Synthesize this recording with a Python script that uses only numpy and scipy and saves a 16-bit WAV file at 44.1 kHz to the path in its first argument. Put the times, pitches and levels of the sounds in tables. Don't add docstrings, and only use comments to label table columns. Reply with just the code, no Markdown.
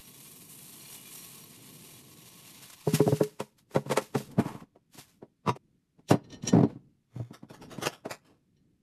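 import sys
import numpy as np
from scipy import signal
from scipy.fft import rfft, irfft, next_fast_len
from scipy.io import wavfile
from scipy.ndimage import uniform_filter1d, map_coordinates

SR = 44100
rng = np.random.default_rng(int(sys.argv[2]) if len(sys.argv) > 2 else 0)


def to_wav(sig):
    pcm = np.clip(np.atleast_2d(sig), -1, 1) * 32767
    pcm = np.round(pcm).astype(np.int16)
    wavfile.write(sys.argv[1], SR, pcm.T)


N = 388951
TIME_S = np.arange(N) / SR
AGE_S = np.arange(-SR // 6, SR // 3) / SR

# freq_hz, level_db
BLOW_SPECTRUM = [(50, -21.5), (130, 6), (500, -2.5), (1100, -3.5), (1700, -13), (4000, -23.5),
                 (8000, -23.5), (13000, -30)]


def pour():
    # time_s, fizz_db, patter_db
    stream = [(0.0, -57, -55), (0.04, -57, -59), (0.37, -52, -58), (0.48, -54, -59), (0.49, -49, -57),
              (0.85, -53, -57), (0.95, -47, -52), (0.99, -54, -57), (1.15, -48, -53), (1.56, -58, -59),
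              (1.85, -56, -58), (2.03, -60, -60), (2.48, -56, -55), (2.6, -59, -56)]
    # freq_hz, level_db
    fizz_spectrum = [(3000, -15), (6000, -6.5), (8900, 2.5), (11000, 1), (12700, 3), (14000, -5.5)]
    patter_spectrum = [(400, -12.5), (700, -7), (1050, 0), (1450, -11), (2400, -1.5), (4300, -1.5),
                       (5100, -5.5), (7000, -4.5), (10000, -24.5)]
    thrum_spectrum = [(24, -55), (40, -34), (65, -17.5), (136, 4.5), (299, -2.5), (413, -5.5), (578, -16),
                      (700, -14.5), (910, -39), (1540, -120)]
    # pitch_hz, level_db, t60_s
    jar_modes = [(1107, -11, 0.19), (2410, -7, 0.037), (2917, -5.5, 0.16), (3388, -8, 0.078),
                 (3900, -7.5, 0.06), (4270, -4, 0.019), (5693, -1.5, .11), (8910, -22.5, .06),
                 (12500, 1.5, .05)]
    # time_s, level_db
    thrum_level = [(0.0, -62), (0.09, -58), (1.08, -59), (1.73, -55), (2.6, -60), (2.82, -70)]
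    wall_level = [(0, -3.5), (.7, -2.5), (1.2, .5), (1.8, -2.5), (2.8, -9)]
    run_out = [(2.6, 0), (2.85, -2), (2.95, -40), (3.05, -120)]
    time_s, fizz_db, patter_db = np.transpose(stream)
    fizz_gain = amp(np.interp(TIME_S, time_s, fizz_db) + .5)
    patter_gain = amp(np.interp(TIME_S, time_s, patter_db) - 1.7)
    clumps = amp(1.3 * wobble(25) + 1.1 * wobble(110))
    fizz = coloured(grains(N, rate_per_s=13000, spread_db=.5), fizz_spectrum)
    patter = coloured(grains(N, rate_per_s=9000, spread_db=2.5), patter_spectrum)
    strays = grains(N, rate_per_s=350, spread_db=2.5)
    wall = unit(sum(amp(mode[1] + 3 * wobble(9)) * resonate(strays, [mode]) for mode in jar_modes))
    glassy = clumps * patter + envelope(wall_level) * wall
    thrum = envelope(thrum_level) * noise(N, thrum_spectrum)
    return envelope(run_out) * (fizz_gain * clumps * fizz + patter_gain * glassy + thrum)


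def bead_bottle():
    # start_s, thump_db, boom_db
    jolts = [(2.874, -19.5, -18.5), (2.936, -15.5, -31), (3.003, -15.5, -12.5), (3.066, -19, -25),
             (3.077, -21, -16), (3.124, -16, -18), (3.21, -19, -13.5)]
    # start_s, level_db, hardness_db_per_oct, thump_db
    bumps = [(3.403, -24, -3.8, -6), (3.712, -49, -3, -8), (3.75, -27, -4.4, -3), (3.761, -12.5, -7.7, -4),
             (3.862, -35, -6.5, 3), (3.9, -25.5, -4.9, 0), (3.913, -19.5, -4.4, -11),
             (3.921, -21.5, -3, -7), (3.974, -14, -3.4, -19), (4.018, -37, -6.5, -8),
             (4.152, -18, -5.8, -2), (4.205, -36, -7.5, -1)]
    # pitch_hz, level_db, t60_s
    shaken_modes = [(154.7, -1, 0.12), (207, -5.5, 0.061), (300, -9, 0.065), (422, -0.5, 0.15),
                    (544, -5.5, 0.056), (962, -9, 0.087), (1190, -15, 0.035)]
    empty_modes = [(142.4, -1.5, 0.16), (207.3, 0.5, 0.13), (312.8, -8, 0.026), (416.5, -3.5, 0.079),
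                   (535, -2.5, 0.076), (955, -3.5, 0.056), (1212, -12.5, .05), (1349, -14, .05),
                   (2280, -21.5, .04), (3336, -19.5, .05), (4000, -22.5, .04)]
    # start_s, level_db, t60_s
    slides = [(2.630, -46.5, .2), (2.702, -43, .06), (2.733, -44, .07), (2.948, -26, .15), (3.17, -44, .3),
              (3.236, -35, .05), (3.587, -59, .13), (4.02, -47, .3), (4.18, -43, .35), (4.316, -54.5, .06),
              (4.945, -51.5, .2), (4.990, -44, .22), (5.09, -61, .3)]
    # freq_hz, level_db
    slide_spectrum = [(300, -6.5), (1000, -0.5), (1500, -2), (2500, -0.5), (4200, -1), (7000, -1.5),
                      (9500, -3.5), (13000, -2.5)]
    jolt_bands = [(s, thump_db, boom_db, boom_db - 17) for s, thump_db, boom_db in jolts]
    shaking = blows(jolt_bands, shaken_modes, BLOW_SPECTRUM,
                    crunch_db=3.5, crack_db=6.5, rise_s=.0037, t60_s=.045)
    bump_bands = band_levels(bumps, colour_db=(0, 0, .5, -1, .5))
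    bumping = blows(bump_bands, empty_modes, BLOW_SPECTRUM,
                    crunch_db=3, crack_db=15, rise_s=.005, t60_s=.075)
    shed = following(jolts, lag_s=.015, level_db=-42.5, t60_s=.42, loss_db=.8)
    last_beads = following(bumps, lag_s=.02, level_db=-55, t60_s=.28, loss_db=.2)
    sliding = strokes(paced(slides + shed + last_beads, rise_share=.06), slide_spectrum, rate_per_s=9000)
    return amp(-4) * shaking + amp(-6) * bumping + amp(-.5) * sliding


def counter():
    # start_s, level_db, hardness_db_per_oct, thump_db
    knocks = [(4.384, -19.5, -10.6, 8), (4.393, -16.5, -8.6, -6), (4.759, -47, -7.6, -16),
              (4.95, -52, -8, 5), (4.982, -45, -3, 3), (5.226, -35, -10.6, -5), (5.562, -37, -4.8, -19),
              (6.111, -9.5, -5.6, 0), (6.139, -17.5, -9, 4), (6.437, -46, -2, 21),
              (6.634, -15.5, -10.2, 5.5), (6.757, -46, -10.4, 11), (7.161, -42, -7, 12),
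              (7.199, -35, -10, 5), (7.307, -42, -9, 7), (7.431, -42, -7.6, 7), (7.505, -39, -9, 0),
              (7.783, -34, -5, 7), (8.057, -26, -6.6, -7)]
    # pitch_hz, level_db, t60_s
    counter_modes = [(106, -9, .1), (140.9, 1, 0.059), (191.4, -2.5, 0.059), (226.6, -3, 0.14),
                     (292.9, -3.5, .1), (398, -7.5, .08), (530, -11.5, 0.049), (748, -14.5, 0.066),
                     (955, -4.5, 0.1), (1163, -14.5, 0.1), (1240, -14, 0.045)]
    # start_s, gap_s, gap_ratio, loss_db, level_db, hardness_db_per_oct, thump_db
    jar_rocking = (4.457, .092, .76, 8, -29, -9, 6)
    bottle_stick_slip = (6.533, .016, 1.11, 1.1, -15, -9.7, 7)
    # start_s, level_db, t60_s
    rubs = [(4.31, -47.5, .3), (4.52, -43, .22), (4.63, -45, .07), (5.995, -53, .08), (6.25, -51, .11),
            (6.335, -42.5, .23), (6.48, -32, .19), (6.70, -42, .22), (7.628, -42, .15), (7.735, -41.5, .3),
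            (8.31, -56, .25)]
    # start_s, level_db, rise_s, t60_s
    shifts = [(4.398, -33, .006, .1), (4.485, -42, .05, .22), (4.55, -49, .03, .2), (4.61, -52, .025, .09)]
    # freq_hz, level_db
    rub_spectrum = [(60, -19.5), (130, -2), (280, -3), (450, -9), (950, -21), (1500, -28.5), (4000, -37.5),
                    (13000, -53.5)]
    shift_spectrum = [(300, -8), (700, -7), (1000, 3), (1400, -9), (2200, -12), (4000, -21), (13000, -24)]
    hits = knocks + dying_run(jar_rocking, count=3) + dying_run(bottle_stick_slip, count=5)
    bands = band_levels(hits, colour_db=(0, 0, -.3, -1, .5))
    thuds = blows(bands, counter_modes, BLOW_SPECTRUM, crunch_db=4, crack_db=12, rise_s=.005, t60_s=.09)
    rubbing = strokes(paced(rubs, rise_share=.11), rub_spectrum, rate_per_s=12000)
    shifting = strokes(shifts, shift_spectrum, rate_per_s=9000)
    return amp(-7) * thuds + amp(-1) * rubbing + shifting


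def jar_lid():
    # start_s, level_db, hardness_db_per_oct, thump_db
    hits = [(5.464, -29, -7.5, 2), (5.477, -14, -7, -9), (5.483, -30, -3.5, 14), (5.493, -12, -5.4, -7)]
    # pitch_hz, level_db, t60_s
    lid_modes = [(129, 5.5, .1), (220, -5.5, .08), (348, -6, .08), (433, -7, 0.052), (724, -16, .07),
                 (965, 8, 0.0578), (1164, 5.5, 0.055), (1272, -3, 0.079), (2070, -16.5, .07),
                 (2700, -14.5, 0.04), (3724, -16, .08), (5000, -21, .09), (5572, -24.5, .13),
                 (6212, -19, 0.11)]
    bands = band_levels(hits, colour_db=(0, -5.5, 8, 2, -3.5))
    clatter = blows(bands, lid_modes, BLOW_SPECTRUM, crunch_db=3, crack_db=0, rise_s=.007, t60_s=.07)
    return amp(-9.5) * clatter


def swing_top():
    # start_s, level_db
    snaps = [(6.0916, -36.5), (6.1075, -32.5), (6.2442, -61), (6.3044, -51), (6.3275, -44), (6.3444, -48),
             (6.4283, -49), (6.4544, -44), (6.4762, -23), (6.4864, -24), (6.6364, -54), (8.5693, -78)]
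    # pitch_hz, level_db, t60_s
    wire_modes = [(1830, -5.5, 0.23), (2900, -17.5, .12), (3020, -8.5, 0.14), (3530, -16.5, .16),
                  (4060, -6.5, 0.15), (4187, -9, 0.27), (4830, -15, .22), (5440, -10, .09),
                  (5643, 3.5, .11), (6235, -4.5, .07), (7000, -10.5, .09), (7160, -10, 0.11),
                  (9100, -17, .07), (9604, -19.5, .07)]
    # start_s, level_db, rise_s, t60_s
    unseal = [(6.102, -37, .006, .1)]
    # freq_hz, level_db
    steel_on_glass = [(1500, -11), (3000, -1), (4200, -0.5), (4800, -12.5), (5700, -1), (7300, -7.5),
                      (9500, -16.5), (13000, -21.5)]
    rubber_on_glass = [(1000, -14), (4000, -3), (9000, -1), (13000, 0)]
    start_s, level_db = np.transpose(snaps)
    tilt_db = .22 * (level_db + 35)
    bands = zip(start_s, level_db - 19, level_db - tilt_db, level_db + tilt_db)
    clasp = blows(bands, wire_modes, steel_on_glass,
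                  crunch_db=3, crack_db=6, rise_s=.006, t60_s=.07, first_band=2)
    return amp(-8.5) * clasp + strokes(unseal, rubber_on_glass, rate_per_s=12000)


def jug():
    # start_s, level_db
    landing = [(7.165, -40.5), (7.207, -24.5)]
    # pitch_hz, level_db, t60_s
    belly_modes = [(118.3, -3.5, 0.15), (163, -16, .1)]
    neck_modes = [(339, -2, 0.017), (579, -7, .02), (774, -4.5, 0.016), (1261, -5.5, 0.017),
                  (1773, -2, .012), (2470, 2, .01), (3350, 3.5, 0.01), (4580, 0, .007), (6520, 3, 0.0089)]
    # start_s, level_db, t60_s
    twists = [(7.175, -54, .5), (7.342, -41.5, .13), (7.502, -44, .1), (7.542, -45.5, .16),
              (7.625, -45.5, .17), (7.720, -41, .22), (7.832, -25, .18), (7.860, -24.5, .1),
              (7.870, -20.5, .06), (7.93, -42, .18), (8.112, -30, .13), (8.26, -59, .35)]
    # freq_hz, level_db
    rasp_spectrum = [(60, -30), (140, -1.5), (240, -11), (340, 0.5), (750, 0.5), (1300, 0), (2200, -7),
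                     (4000, -6), (5500, -5.5), (7000, -8.5), (13000, -13.5)]
    bump = np.zeros(N)
    for start_s, level_db in landing:
        add(bump, start_s, amp(level_db) * ring(belly_modes, scatter_db=2, rise_s=.01))
    rasp = strokes(paced(twists, rise_share=.055), rasp_spectrum, rate_per_s=4000, modes=neck_modes)
    return bump + amp(-3.87) * rasp


def walls(x):
    # delay_s, level_db
    echoes = [(.0011, -23.5), (.0029, -20.5), (.0047, -12.5), (.0083, -18.5)]
    bright = signal.sosfilt(signal.butter(1, 900, "highpass", fs=SR, output="sos"), x)
    return x + sum(amp(db) * np.interp(TIME_S - delay_s, TIME_S, bright) for delay_s, db in echoes)


def room(x):
    # freq_hz, t60_s
    decay = [(100, 0.51), (500, 0.3), (3000, 0.33), (12000, 0.12)]
    freq_hz, time_s, bins = signal.stft(rng.standard_normal(SR // 2), SR, nperseg=256)
    fade = amp(-60 * time_s / along(decay, freq_hz)[:, None])
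    tail = signal.istft(bins * fade, SR, nperseg=256)[1]
    response = np.pad(tail, (SR // 200, 0)) / np.linalg.norm(tail)
    return signal.fftconvolve(x, response)[:N]


def air():
    # time_s, level_db
    peaks = [(4.35, -54), (6.5, -50), (7.65, -59)]
    # freq_hz, level_db
    rumble_spectrum = [(25, -12), (80, -7.5), (145, 0.5), (300, -6.5), (600, -28.5), (1500, -45.5),
                       (4000, -65)]
    hiss_spectrum = [(500, -4), (2000, -0.5), (5000, -4.5), (14000, -9.5)]
    rest_db, slope_db_per_s = -71.5, 42
    handling_db = np.max([db - slope_db_per_s * np.abs(TIME_S - s) for s, db in peaks], axis=0)
    rumble_db = np.maximum(handling_db, rest_db) + 2.8 * wobble(7)
    return amp(rumble_db) * noise(N, rumble_spectrum) + amp(-86) * noise(N, hiss_spectrum)


def blows(rows, modes, spectrum, crunch_db, crack_db, rise_s, t60_s, first_band=0):
    bands_hz = [(105, 300), (300, 700), (700, 2000), (2000, 5000), (5000, 13000)]
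    filters = [signal.butter(3, band, "bandpass", fs=SR, output="sos") for band in bands_hz[first_band:]]
    crack = coloured(1. * (AGE_S == 0), spectrum)
    track = np.zeros(N)
    for start_s, *levels_db in rows:
        crunch = noise(len(AGE_S), spectrum) * swell(rise_s, t60_s)
        body = ring(modes, scatter_db=2.5, rise_s=rise_s / 2)
        sound = body + amp(crunch_db) * crunch + amp(crack_db) * crack / crack.max()
        for sos, level_db in zip(filters, levels_db):
            part = signal.sosfilt(sos, sound)
            peak_rms = np.sqrt(uniform_filter1d(part ** 2, size=440).max())
            add(track, start_s, amp(level_db) * part / peak_rms)
    return track


def band_levels(hits, colour_db):
    octaves = np.log2(np.array([458, 458, 1183, 3162, 8062]) / 458)
    rows = []
    for start_s, level_db, hardness_db_per_oct, thump_db in hits:
        levels_db = level_db + np.array(colour_db) + hardness_db_per_oct * octaves
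        levels_db[0] += thump_db
        rows.append((start_s, *levels_db))
    return rows


def dying_run(run, count):
    start_s, gap_s, gap_ratio, loss_db, level_db, *tone = run
    return [(start_s + gap_s * np.sum(gap_ratio ** np.arange(k)), level_db - k * loss_db, *tone)
            for k in range(count)]


def strokes(rows, spectrum, rate_per_s, modes=None):
    track = np.zeros(N)
    for start_s, level_db, rise_s, t60_s in rows:
        grit = unit(grains(len(AGE_S), rate_per_s, spread_db=2))
        if modes is not None:
            gripped = [(hz * np.exp(.13 * rng.standard_normal()), *rest) for hz, *rest in modes]
            grit = grit + .6 * resonate(grit, gripped)
        add(track, start_s, amp(level_db) * swell(rise_s, t60_s) * coloured(grit, spectrum))
    return track


def following(hits, lag_s, level_db, t60_s, loss_db):
    return [(s + lag_s, level_db - k * loss_db, t60_s) for k, (s, *_) in enumerate(hits)]


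def paced(rows, rise_share):
    return [(start_s, level_db, rise_share * t60_s, t60_s) for start_s, level_db, t60_s in rows]


def ring(modes, scatter_db, rise_s):
    sound = np.zeros(len(AGE_S))
    for pitch_hz, level_db, t60_s in modes:
        twin_hz = pitch_hz * (1 + .0025 * rng.standard_normal())
        pair = np.sin(2 * np.pi * pitch_hz * AGE_S) + .5 * np.sin(2 * np.pi * twin_hz * AGE_S)
        sound += amp(level_db + scatter_db * rng.standard_normal()) * swell(rise_s, t60_s) * pair
    return sound


def resonate(x, modes):
    t = AGE_S[AGE_S >= 0]
    response = sum(amp(db - 60 * t / t60_s) * np.sin(2 * np.pi * hz * t) for hz, db, t60_s in modes)
    return unit(signal.fftconvolve(x, response)[:len(x)])


def grains(length, rate_per_s, spread_db):
    hit = rng.random(length) < rate_per_s / SR
    return hit * rng.standard_normal(length) * amp(spread_db * rng.standard_normal(length))


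def swell(rise_s, t60_s):
    return np.exp(np.minimum(AGE_S, 0) / max(rise_s, 1e-4)) * amp(-60 * np.maximum(AGE_S, 0) / t60_s)


def wobble(knots_per_s):
    return map_coordinates(rng.standard_normal(int(N * knots_per_s / SR) + 4), [TIME_S * knots_per_s])


def noise(length, spectrum):
    return coloured(rng.standard_normal(length), spectrum)


def coloured(x, spectrum):
    size = next_fast_len(len(x) + 4096)
    gain = amp(along(spectrum, np.fft.rfftfreq(size, 1 / SR)))
    return unit(irfft(rfft(x, size) * gain, size)[:len(x)])


def along(points, freq_hz):
    knots_hz, values = np.transpose(points)
    return np.interp(np.log(freq_hz + 1), np.log(knots_hz), values)


def envelope(points):
    return amp(np.interp(TIME_S, *np.transpose(points)))


def add(track, contact_s, sound):
    start = round((contact_s + AGE_S[0]) * SR)
    track[start:start + len(sound)] += sound[:N - start]


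def amp(db):
    return 10 ** (np.asarray(db) / 20)


def unit(x):
    return x / np.sqrt(np.mean(x ** 2) + 1e-20)


def scene():
    # time_s, level_db
    dip = [(5.572, 0), (5.58, -25), (5.8, -25), (5.9, 0)]
    near = walls(pour() + bead_bottle() + counter() + jar_lid() + swing_top() + jug())
    tail = amp(-27) * room(near)
    return (envelope(dip) * (near + tail) + air())[None]


def record(dry):
    cutoff_hz = 13250
    size = next_fast_len(N + SR)
    gain = np.interp(np.fft.rfftfreq(size, 1 / SR), [cutoff_hz - 150, cutoff_hz + 150], [1, 0])
    return irfft(rfft(dry, size) * gain, size)[:, :N]


dry = scene()
out = record(dry)
to_wav(out)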